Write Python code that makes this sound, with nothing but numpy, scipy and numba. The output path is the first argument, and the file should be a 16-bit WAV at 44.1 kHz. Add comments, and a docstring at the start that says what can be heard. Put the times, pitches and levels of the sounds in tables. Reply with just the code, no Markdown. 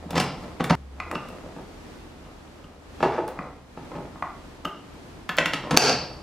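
"""Pod coffee maker, lid and latch

On a kitchen counter, about a metre from a nearly mono microphone: the lid is pulled open, a pod is pushed
into its holder and turned, then the lid is pressed down until its latch snaps.
Each blow rings a plastic part as damped modes and dense noise, and thumps the housing.
Fingers rub and plastic scrapes in tiny slips; a bare kitchen echoes it, over room air and a low hum.
The echo breaks off once, early on; at the snap a limiter ducks the level and lets the echo swell back."""
import sys
import numpy as np
from scipy import signal
from scipy.fft import rfft, irfft
from scipy.io import wavfile
from numba import njit

SR = 44100
rng = np.random.default_rng(int(sys.argv[2]) if len(sys.argv) > 2 else 0)


def log_audio(samples):
    """Write samples as a 16-bit WAV file to the path given in sys.argv[1]."""
    # one column per channel
    frames = np.atleast_2d(samples).T
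    # limit to full scale, then quantise
    limited = np.clip(frames, -1, 1)
    pcm = np.round(limited * 32767).astype(np.int16)
    wavfile.write(sys.argv[1], SR, pcm)


N = 274302
TIME = np.arange(N) / SR
RING_TIME = np.arange(SR // 4) / SR


def undb(db):
    """Decibels to gain."""
    return 10 ** (np.asarray(db) / 20)


def on_log(points, hz):
    """Read (Hz, value) points on a log-frequency axis."""
    f, value = np.transpose(points)
    return np.interp(np.log(np.maximum(hz, 1)), np.log(f), value)


def colour(x, points):
    """Shape a noise by a (Hz, dB) spectrum."""
    gain = undb(on_log(points, np.fft.rfftfreq(len(x), 1 / SR)))
    return irfft(rfft(x) * gain, len(x))


def level(x, db):
    """Set the rms level."""
    return x * undb(db) / np.sqrt(np.mean(x ** 2))


def attack_level(x, db):
    """Set the rms level of the first hundredth of a second."""
    return x * undb(db) / np.sqrt(np.mean(x[:SR // 100] ** 2))


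def add(track, s, sound):
    """Mix a sound into the track at time s."""
    start = int(s * SR)
    track[start:start + len(sound)] += sound[:N - start]


def fade(t, t60):
    """Exponential decay, 60 dB down after t60."""
    return np.exp(-np.log(1000) * t / t60)


def soften(x, hz):
    """A softer contact pushes for longer and excites less treble."""
    pole = signal.butter(1, min(hz, SR / 3), fs=SR, output="sos")
    return signal.sosfilt(pole, signal.sosfilt(pole, x))


def arch(s, length):
    """One smooth rise and fall around time s."""
    return np.cos(np.pi * np.clip((TIME - s) / length, -.5, .5))


def swells(rows, rest_db):
    """Gain that rises and falls in one smooth arch per row, over a resting level."""
    arches = [undb(db) * arch(s, length) for s, length, db in rows]
    return np.sqrt(undb(rest_db) ** 2 + np.sum(np.square(arches), axis=0))


def drift(count):
    """Slow random wandering through evenly spaced points."""
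    return np.interp(TIME, np.linspace(0, N / SR, count), rng.standard_normal(count))


# spectrum of the room air: f/Hz, level/dB
AIR_SPECTRUM = [(20, -20), (31, 5), (40, 6), (70, 0.5), (110, -1.5), (290, 0.5), (500, -8), (1000, -11.5),
                (2000, -18.5), (4500, -24.5), (8000, -31), (13000, -39), (15500, -50)]
# stereo width of the room air: f/Hz, side minus mid level/dB
AIR_WIDTH = [(60, -29), (110, -10), (200, -10), (380, -2.5), (700, -4), (1290, -1.5), (2380, 0), (4400, -1),
             (8120, -1.5), (15000, 1.5)]


def room_air(air_db=-46, swell_db=1.9):
    """Steady air noise of the kitchen, wide in the treble, its level drifting slowly."""
    mid, other = (level(colour(rng.standard_normal(N), AIR_SPECTRUM), air_db) for _ in range(2))
    side = colour(other, AIR_WIDTH)
    return np.array([mid + side, mid - side]) * undb(swell_db * drift(count=30))


# swells of the low hum: middle t/s, length t/s, level/dB
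HUM_ARCHES = [(0.05, 0.85, -47.5), (0.9, 0.62, -41.5)]


def appliance_hum(hum_hz=75, waver_hz=6, rest_db=-55):
    """A low appliance hum: one sine whose pitch wavers."""
    pitch_hz = hum_hz + waver_hz * drift(count=60)
    hum = level(np.sin(2 * np.pi * np.cumsum(pitch_hz) / SR), 0)
    return hum * swells(HUM_ARCHES, rest_db)


# decay of the kitchen echo: f/Hz, t60 t/s
ECHO_T60 = [(100, 1.05), (400, 0.4364), (1500, 0.4554), (5000, 0.58), (8000, 0.3), (14000, 0.19)]
# colour of the kitchen echo: f/Hz, level/dB
ECHO_COLOUR = [(60, -4), (200, -5.5), (500, -2), (1500, -3), (5000, -8.5), (8000, -6.5), (15000, -7)]


def room_tail(build_s=0.0026):
    """Diffuse echo that builds up within milliseconds; every band dies at its own rate."""
    t = np.arange(SR) / SR
    noise, hz = rfft(rng.standard_normal(SR)), np.fft.rfftfreq(SR, 1 / SR)
    edges = np.geomspace(40, 20000, 16)
    tail = np.zeros(SR)
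    for low, high in zip(edges, edges[1:]):
        band = irfft(noise * (hz >= low) * (hz < high), SR)
        tail += band * fade(t, on_log(ECHO_T60, np.sqrt(low * high)))
    tail = tail / np.sqrt(np.sum(tail ** 2))
    return colour(tail, ECHO_COLOUR) * (1 - np.exp(-t / build_s))


# stereo width of the echo: f/Hz, side minus mid level/dB
ECHO_WIDTH = [(100, -76), (500, -26), (1500, -24), (2500, -16), (4500, -9), (9000, 3.5)]


def kitchen(dry, echo_db=1, echo_cut_s=.753):
    """Direct sound, alike left and right, plus stereo echo; the ringing echo breaks off at echo_cut_s."""
    mid, side = room_tail(), colour(room_tail(), ECHO_WIDTH)
    spans = np.split(dry, [int(echo_cut_s * SR)])
    echo = []
    for tail in (mid + side, mid - side):
        # each span echoes only within itself
        echo.append(np.concatenate([signal.fftconvolve(span, tail)[:len(span)] for span in spans]))
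    return dry + undb(echo_db) * np.array(echo)


# the crowd of short, overlapping plastic resonances: f/Hz, level/dB
SHELL_SPECTRUM = [(100, -24), (300, 3.5), (900, 5), (2500, 1.5), (6000, 0), (8000, -4), (15000, -6.5)]


def shell_ring(t60):
    """A plastic shell has so many close modes that it rings like fading coloured noise."""
    return colour(rng.standard_normal(len(RING_TIME)), SHELL_SPECTRUM) * fade(RING_TIME, t60)


def ring(modes, detune):
    """Damped modes of alternating sign; the grip shifts their pitch a little on every blow."""
    shift = 1 + detune * rng.standard_normal(len(modes))
    total = np.zeros(len(RING_TIME))
    for k, (hz, db, t60) in enumerate(modes):
        wave = np.sin(2 * np.pi * hz * shift[k] * RING_TIME)
        total += (-1) ** k * undb(db) * fade(RING_TIME, t60) * wave
    return total


# modes of the machine housing: f/Hz, level/dB, t60 t/s
HOUSING_MODES = [(85, -11.5, 0.062), (121, -14, 0.15), (189.2, 6, 0.036), (230, 2.5, 0.05),
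                 (275.8, -1.5, 0.074)]


def blows(rows, modes, shell_db, shell_t60, detune, touch_db=-13, touch_s=0.0024):
    """Each blow rings the part's own modes and its dense shell resonances, and thumps the housing."""
    track = np.zeros(N)
    for s, db, bright_hz, thump_db in rows:
        shell, touch = shell_ring(shell_t60), shell_ring(shell_t60)
        part = attack_level(ring(modes, detune), 0) + attack_level(shell, shell_db)
        thump = attack_level(ring(HOUSING_MODES, detune=0.072), thump_db)
        add(track, s, attack_level(soften(part, bright_hz), db) + thump)
        # the surfaces graze each other just before they meet
        add(track, s - touch_s, attack_level(soften(touch, bright_hz), db + touch_db))
    return track


# strokes of the fingers over the plastic: middle t/s, length t/s, level/dB
FINGER_STROKES = [(0.25, 0.88, -45), (1.25, 0.75, -46), (2.25, 0.15, -55.5), (3.35, 0.37, -41.5),
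                  (3.96, 0.26, -43.5), (4.5, 0.86, -58), (5.8, 0.95, -40.5)]


def rubbing(bright_hz=1000, t60=0.013, grip_db=-60):
    """Fingers stick and slip: tiny uneven clicks into the shell; the resting hand never keeps quite still."""
    clicks = (rng.random(N) < 250 / SR) * rng.standard_normal(N)  # about 250 a second
    rub = signal.fftconvolve(clicks, shell_ring(t60))[:N]
    return level(soften(rub, bright_hz), 0) * swells(FINGER_STROKES, grip_db)


# sharp dry ticks: t/s, level/dB
EDGE_TICKS = [(0.107, -42), (0.641, -39.5), (0.650, -48), (1.114, -45), (1.287, -53), (3.035, -61),
              (3.279, -46), (3.288, -51), (4.652, -48), (5.292, -44.5), (5.3695, -38), (5.458, -41)]


def ticks(t60=0.0079, low_hz=2500):
    """Hard edges flick past each other, too lightly to ring a part."""
    track = np.zeros(N)
    treble = signal.butter(2, low_hz, "high", fs=SR, output="sos")
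    for s, db in EDGE_TICKS:
        burst = rng.standard_normal(len(RING_TIME)) * fade(RING_TIME, t60)
        add(track, s, attack_level(signal.sosfilt(treble, burst), db))
    return track


def slips(per_s, t60, count=4):
    """Tiny uneven stick-slip clicks, each ringing one of several spots of the plastic shell."""
    total = np.zeros(N)
    for _ in range(count):
        clicks = (rng.random(N) < per_s / count / SR) * rng.standard_normal(N)
        total += signal.oaconvolve(clicks, shell_ring(t60))[:N]
    return total


# plastic scraping over plastic as the lid or pod slides: middle t/s, length t/s, level/dB, brightness f/Hz
SLIDES = [(0.171, 0.043, -28, 3720), (0.211, 0.052, -32.5, 3200), (0.706, 0.014, -25, 3000),
          (3.118, 0.21, -36, 1400), (5.769, 0.01, -25, 7000)]


def scrapes():
    """Plastic grinds over plastic in a dense, grainy run of slips."""
    grains = slips(per_s=980, t60=0.0099)
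    track = np.zeros(N)
    for s, length, db, bright_hz in SLIDES:
        track += level(soften(grains, bright_hz), db) * arch(s, length)
    return track


# side of the pod against the holder: t/s, level/dB, contact brightness f/Hz, thump level/dB, favoured f/Hz
WALL_BLOWS = [(1.001, -28.5, 5100, -47, 2290), (1.113, -30.5, 4600, -39, 1390),
              (3.3893, -31, 1900, -33.5, 1770), (4.158, -42.5, 1190, -45.5, 900),
              (4.224, -24, 1740, -46, 1140)]
# modes of the holder wall contact: f/Hz, level/dB, t60 t/s
WALL_MODES = [(713, -2.5, 0.016), (1098, -1.5, 0.028), (1216, -8.5, 0.081), (1390, -2, 0.013),
              (2010, -4.5, 0.024), (2460, -3.5, 0.018)]


def wall_knocks(octave_db=4.5):
    """The spot where the pod meets the holder decides which of its modes ring most."""
    track = np.zeros(N)
    for *blow, favoured_hz in WALL_BLOWS:
        # modes lose octave_db per octave away from the favoured pitch
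        modes = [(hz, db - octave_db * abs(np.log2(hz / favoured_hz)), t60) for hz, db, t60 in WALL_MODES]
        track += blows([blow], modes, shell_db=-9, shell_t60=.022, detune=.006, touch_db=-30)
    return track


# pod rim catching as it turns: t/s, level/dB, contact brightness f/Hz, thump level/dB, top mode pitch ratio
RIM_CATCHES = [(1.154, -27.5, 4200, -31.5, 0.915), (1.288, -44, 4030, -41, 0.93),
               (2.255, -54, 6000, -59, 1), (2.6422, -50, 6000, -47, 1), (4.652, -26.5, 4550, -35.5, 0.99)]
# modes of the pod rim: f/Hz, level/dB, t60 t/s
RIM_MODES = [(597, -6, 0.029), (1212, -0.5, 0.055), (1367, -6.5, 0.037), (1525, -5, 0.025),
             (2870, -3.5, 0.035), (3130, -7.5, 0.036)]


def rim_clicks():
    """The rim pings; the tighter the pod is wedged, the higher its upper modes ring."""
    track, top_hz = np.zeros(N), RIM_MODES[-1][0]
    for *blow, pitch in RIM_CATCHES:
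        modes = [(hz * pitch ** ((hz / top_hz) ** 2), db, t60) for hz, db, t60 in RIM_MODES]
        track += blows([blow], modes, shell_db=-7, shell_t60=.025, detune=.003, touch_db=-13, touch_s=.0035)
    return track


def rebounding(pushes, count=2, gap_s=0.0078, gap_growth=2.9, dulling=0.47):
    """The pod rebounds as it settles after a push, each time after a longer gap and duller."""
    knocks = []
    for s, db, bright_hz, thump_db, rebound_db, drop_db in pushes:
        knocks.append((s, db, bright_hz, thump_db))
        for k in range(count):
            s = s + gap_s * gap_growth ** k
            change_db = rebound_db - k * drop_db
            knocks.append((s, db + change_db, bright_hz * dulling ** (k + 1), thump_db + change_db))
    return knocks


# pod pushed down into its hollow holder: t/s, level/dB, contact brightness f/Hz, housing thump level/dB,
# first rebound re push level/dB, level drop from first to second rebound/dB (negative: the second is louder)
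PUSHES = [(1.125, -32.5, 1050, -58, -3, 14), (1.435, -44.5, 694, -47, -2, -1),
          (1.563, -40.5, 1500, -42.5, -19, -19), (1.584, -42, 1500, -57, -10, 3),
          (3.004, -29.5, 3100, -38, -23, 9), (3.0275, -15.5, 2600, -32, -3, -0.5),
          (3.179, -24, 1010, -72, 2.5, 16), (3.280, -31.5, 2810, -54, -11, 12),
          (3.773, -36.5, 2200, -39.5, -14, -2), (3.953, -37, 2420, -38.5, -1.5, -2),
          (4.656, -36, 810, -48, -4, 5)]
# modes of pod and holder: f/Hz, level/dB, t60 t/s
POD_MODES = [(375, -1, 0.062), (446, 0, 0.054), (619, 0.5, 0.042), (834, 1.5, 0.061), (938, -0.5, 0.057),
             (1200, 0.5, 0.02), (1428, -5.5, 0.04), (1640, -3, 0.022), (2670, -3.5, 0.012)]


def pod_pushes():
    """The pod knocks and rebounds in its hollow holder, whose shell rings on longest."""
    return blows(rebounding(PUSHES), POD_MODES, shell_db=-7.0, shell_t60=0.14, detune=0.02, touch_db=-24)


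# clacks of the handle linkage: t/s, level/dB, contact brightness f/Hz, housing thump level/dB
LINKAGE_CLACKS = [(0.6425, -28.5, 6450, -29), (5.2915, -27, 3150, -51), (5.2948, -27.5, 2390, -36),
                  (5.377, -29, 3500, -47), (5.3845, -14.5, 4040, -33), (5.411, -26, 1300, -38),
                  (5.458, -21, 4230, -32), (5.5345, -24, 6850, -34.5), (5.542, -29, 5000, -36)]
# modes of the handle: f/Hz, level/dB, t60 t/s
HANDLE_MODES = [(508, -12.5, 0.057), (1037, -2, 0.017), (1412, 0, 0.036), (1840, 2.5, 0.033),
                (2356, 3, 0.015), (2800, 3, 0.023), (3340, 8, 0.0099), (4750, 0, 0.0087)]


def handle_clacks():
    """The linkage of the handle clacks as it swings."""
    return blows(LINKAGE_CLACKS, HANDLE_MODES, shell_db=-1, shell_t60=0.043, detune=0.075, touch_db=-23)


# lid juddering on its hinge under load: start t/s, length t/s, first slip level/dB, growth level/dB,
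# contact brightness f/Hz, housing thump re slip level/dB
HINGE_JUDDERS = [(0.13, 0.038, -35, 8, 1900, 0), (5.720, 0.033, -26.5, -20, 2200, 6)]


def judders(count=4, jitter_s=0.00098, scatter_db=-0.6):
    """The hinge sticks and slips: a quick, slightly uneven run of knocks that grows or dies with the load."""
    knocks = []
    for start, length, first_db, growth_db, bright_hz, thump_db in HINGE_JUDDERS:
        for along, (late, strong) in zip(np.linspace(0, 1, count), rng.standard_normal((count, 2))):
            db = first_db + growth_db * along + scatter_db * strong
            knocks.append((start + length * along + jitter_s * late, db, bright_hz, db + thump_db))
    return knocks


# separate knocks of the lid: t/s, level/dB, contact brightness f/Hz, housing thump level/dB
LID_BLOWS = [(0.058, -52, 1200, -34.5), (0.107, -34.5, 8000, -36), (0.157, -27, 5550, -37),
             (0.1785, -19.5, 5600, -27.5), (0.2005, -20, 8150, -23.5), (0.438, -44, 3020, -44),
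             (0.600, -28.5, 1780, -39), (0.6065, -22.5, 1950, -27), (0.698, -23.5, 3630, -37),
             (0.706, -17.5, 2050, -13.5), (5.710, -21.5, 5500, -24), (5.744, -26.5, 2520, -21.5)]
# modes of the lid: f/Hz, level/dB, t60 t/s
LID_MODES = [(426, 3, 0.022), (605, 3.5, 0.022), (749, 4, 0.034), (986, 1, 0.041), (1340, -36, 0.01),
             (1960, -12, 0.037), (3220, -33, 0.02)]


def lid_knocks():
    """The lid knocks and judders, its dense shell louder than its own modes."""
    knocks = LID_BLOWS + judders()
    return blows(knocks, LID_MODES, shell_db=4, shell_t60=0.041, detune=0.075, touch_db=-12.0)


# rattle after the snap: start t/s, length t/s, first level/dB, fall level/dB, contact brightness f/Hz,
# housing thump re knock level/dB
LOOSE_RATTLE = (5.81, 0.13, -20.5, 17.5, 9000, -25)


def rattle(count=12, scatter_db=3):
    """Loose parts of the latch chatter at uneven moments after the snap, on the whole ever more faintly."""
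    start, length, first_db, fall_db, bright_hz, thump_db = LOOSE_RATTLE
    along = (np.arange(count) + rng.random(count)) / count
    sizes = first_db - fall_db * along + scatter_db * rng.standard_normal(count)
    return [(start + length * a, db, bright_hz, db + thump_db) for a, db in zip(along, sizes)]


# the latch snapping shut: t/s, level/dB, contact brightness f/Hz, housing thump level/dB
SNAPS = [(5.773, 2, 10900, -19.5), (5.7803, -11.5, 6960, -26)]
# modes of the latch: f/Hz, level/dB, t60 t/s
LATCH_MODES = [(440, -9.5, 0.037), (585, -3, 0.011), (750, -5.5, 0.019), (1287, -10.5, 0.017),
               (1610, -10.5, 0.015), (2470, -10, 0.0057), (4600, -0.5, 0.013), (5210, -1.5, 0.005),
               (6040, -0.5, 0.0062), (7170, -13.5, 0.0017)]


def latch_snap():
    """The latch snaps hard and bright, then its loose parts rattle."""
    snap = blows(SNAPS, LATCH_MODES, shell_db=-3.5, shell_t60=0.044, detune=0.0054,
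                 touch_db=-26.5, touch_s=0.0059)
    loose = blows(rattle(), LATCH_MODES, shell_db=-5.5, shell_t60=0.016, detune=0.077, touch_db=-33)
    return snap + loose


def radiate(x, low_hz=100):
    """Parts this small move too little air to give deep bass."""
    return signal.sosfilt(signal.butter(2, low_hz, "high", fs=SR, output="sos"), x)


# left and right differ in phase in the treble: f/Hz, left lead/radians
LEFT_LEAD = [(4000, 0), (5000, 0.8), (8500, 0.5), (10000, 1.2), (12000, 1), (15000, 2)]


def stereo_phase(sound):
    """Turn left and right apart in phase, half the lead each way."""
    lead = on_log(LEFT_LEAD, np.fft.rfftfreq(N + SR, 1 / SR))
    turn = np.exp(.5j * np.array([lead, -lead]))
    return irfft(rfft(sound, N + SR) * turn, N + SR)[:, :N]


def scene():
    """All parts of the machine sound from one spot in the kitchen, over room air and hum."""
    touches = rubbing() + scrapes()
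    pod = wall_knocks() + rim_clicks() + pod_pushes()
    parts = touches + pod + handle_clacks() + lid_knocks() + latch_snap()
    machine = stereo_phase(kitchen(radiate(parts) + ticks()))
    return machine + room_air() + appliance_hum()


@njit
def follow_peaks(x, attack, release):
    """Envelope that rises fast and falls slowly."""
    out, e = np.empty(len(x)), 0.
    for i in range(len(x)):
        e += (x[i] - e) * (attack if x[i] > e else release)
        out[i] = e
    return out


def record(dry, ceiling_db=-2.5, reaction_s=0.00125, top_hz=15500):
    """A limiter reacts a moment late: the snap clips, then the gain ducks and lets the echo swell back."""
    attack_s, release_s = .00005, .052
    envelope = follow_peaks(np.abs(dry).max(axis=0), 1 / (attack_s * SR), 1 / (release_s * SR))
    overload = np.maximum(envelope / undb(ceiling_db), 1)
    late_overload = np.interp(TIME - reaction_s, TIME, overload)
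    limited = np.clip(dry / late_overload, -1, 1)
    # steep loss of everything above top_hz
    return signal.sosfilt(signal.ellip(8, .2, 70, top_hz, fs=SR, output="sos"), limited)


dry = scene()
out = record(dry)
log_audio(out)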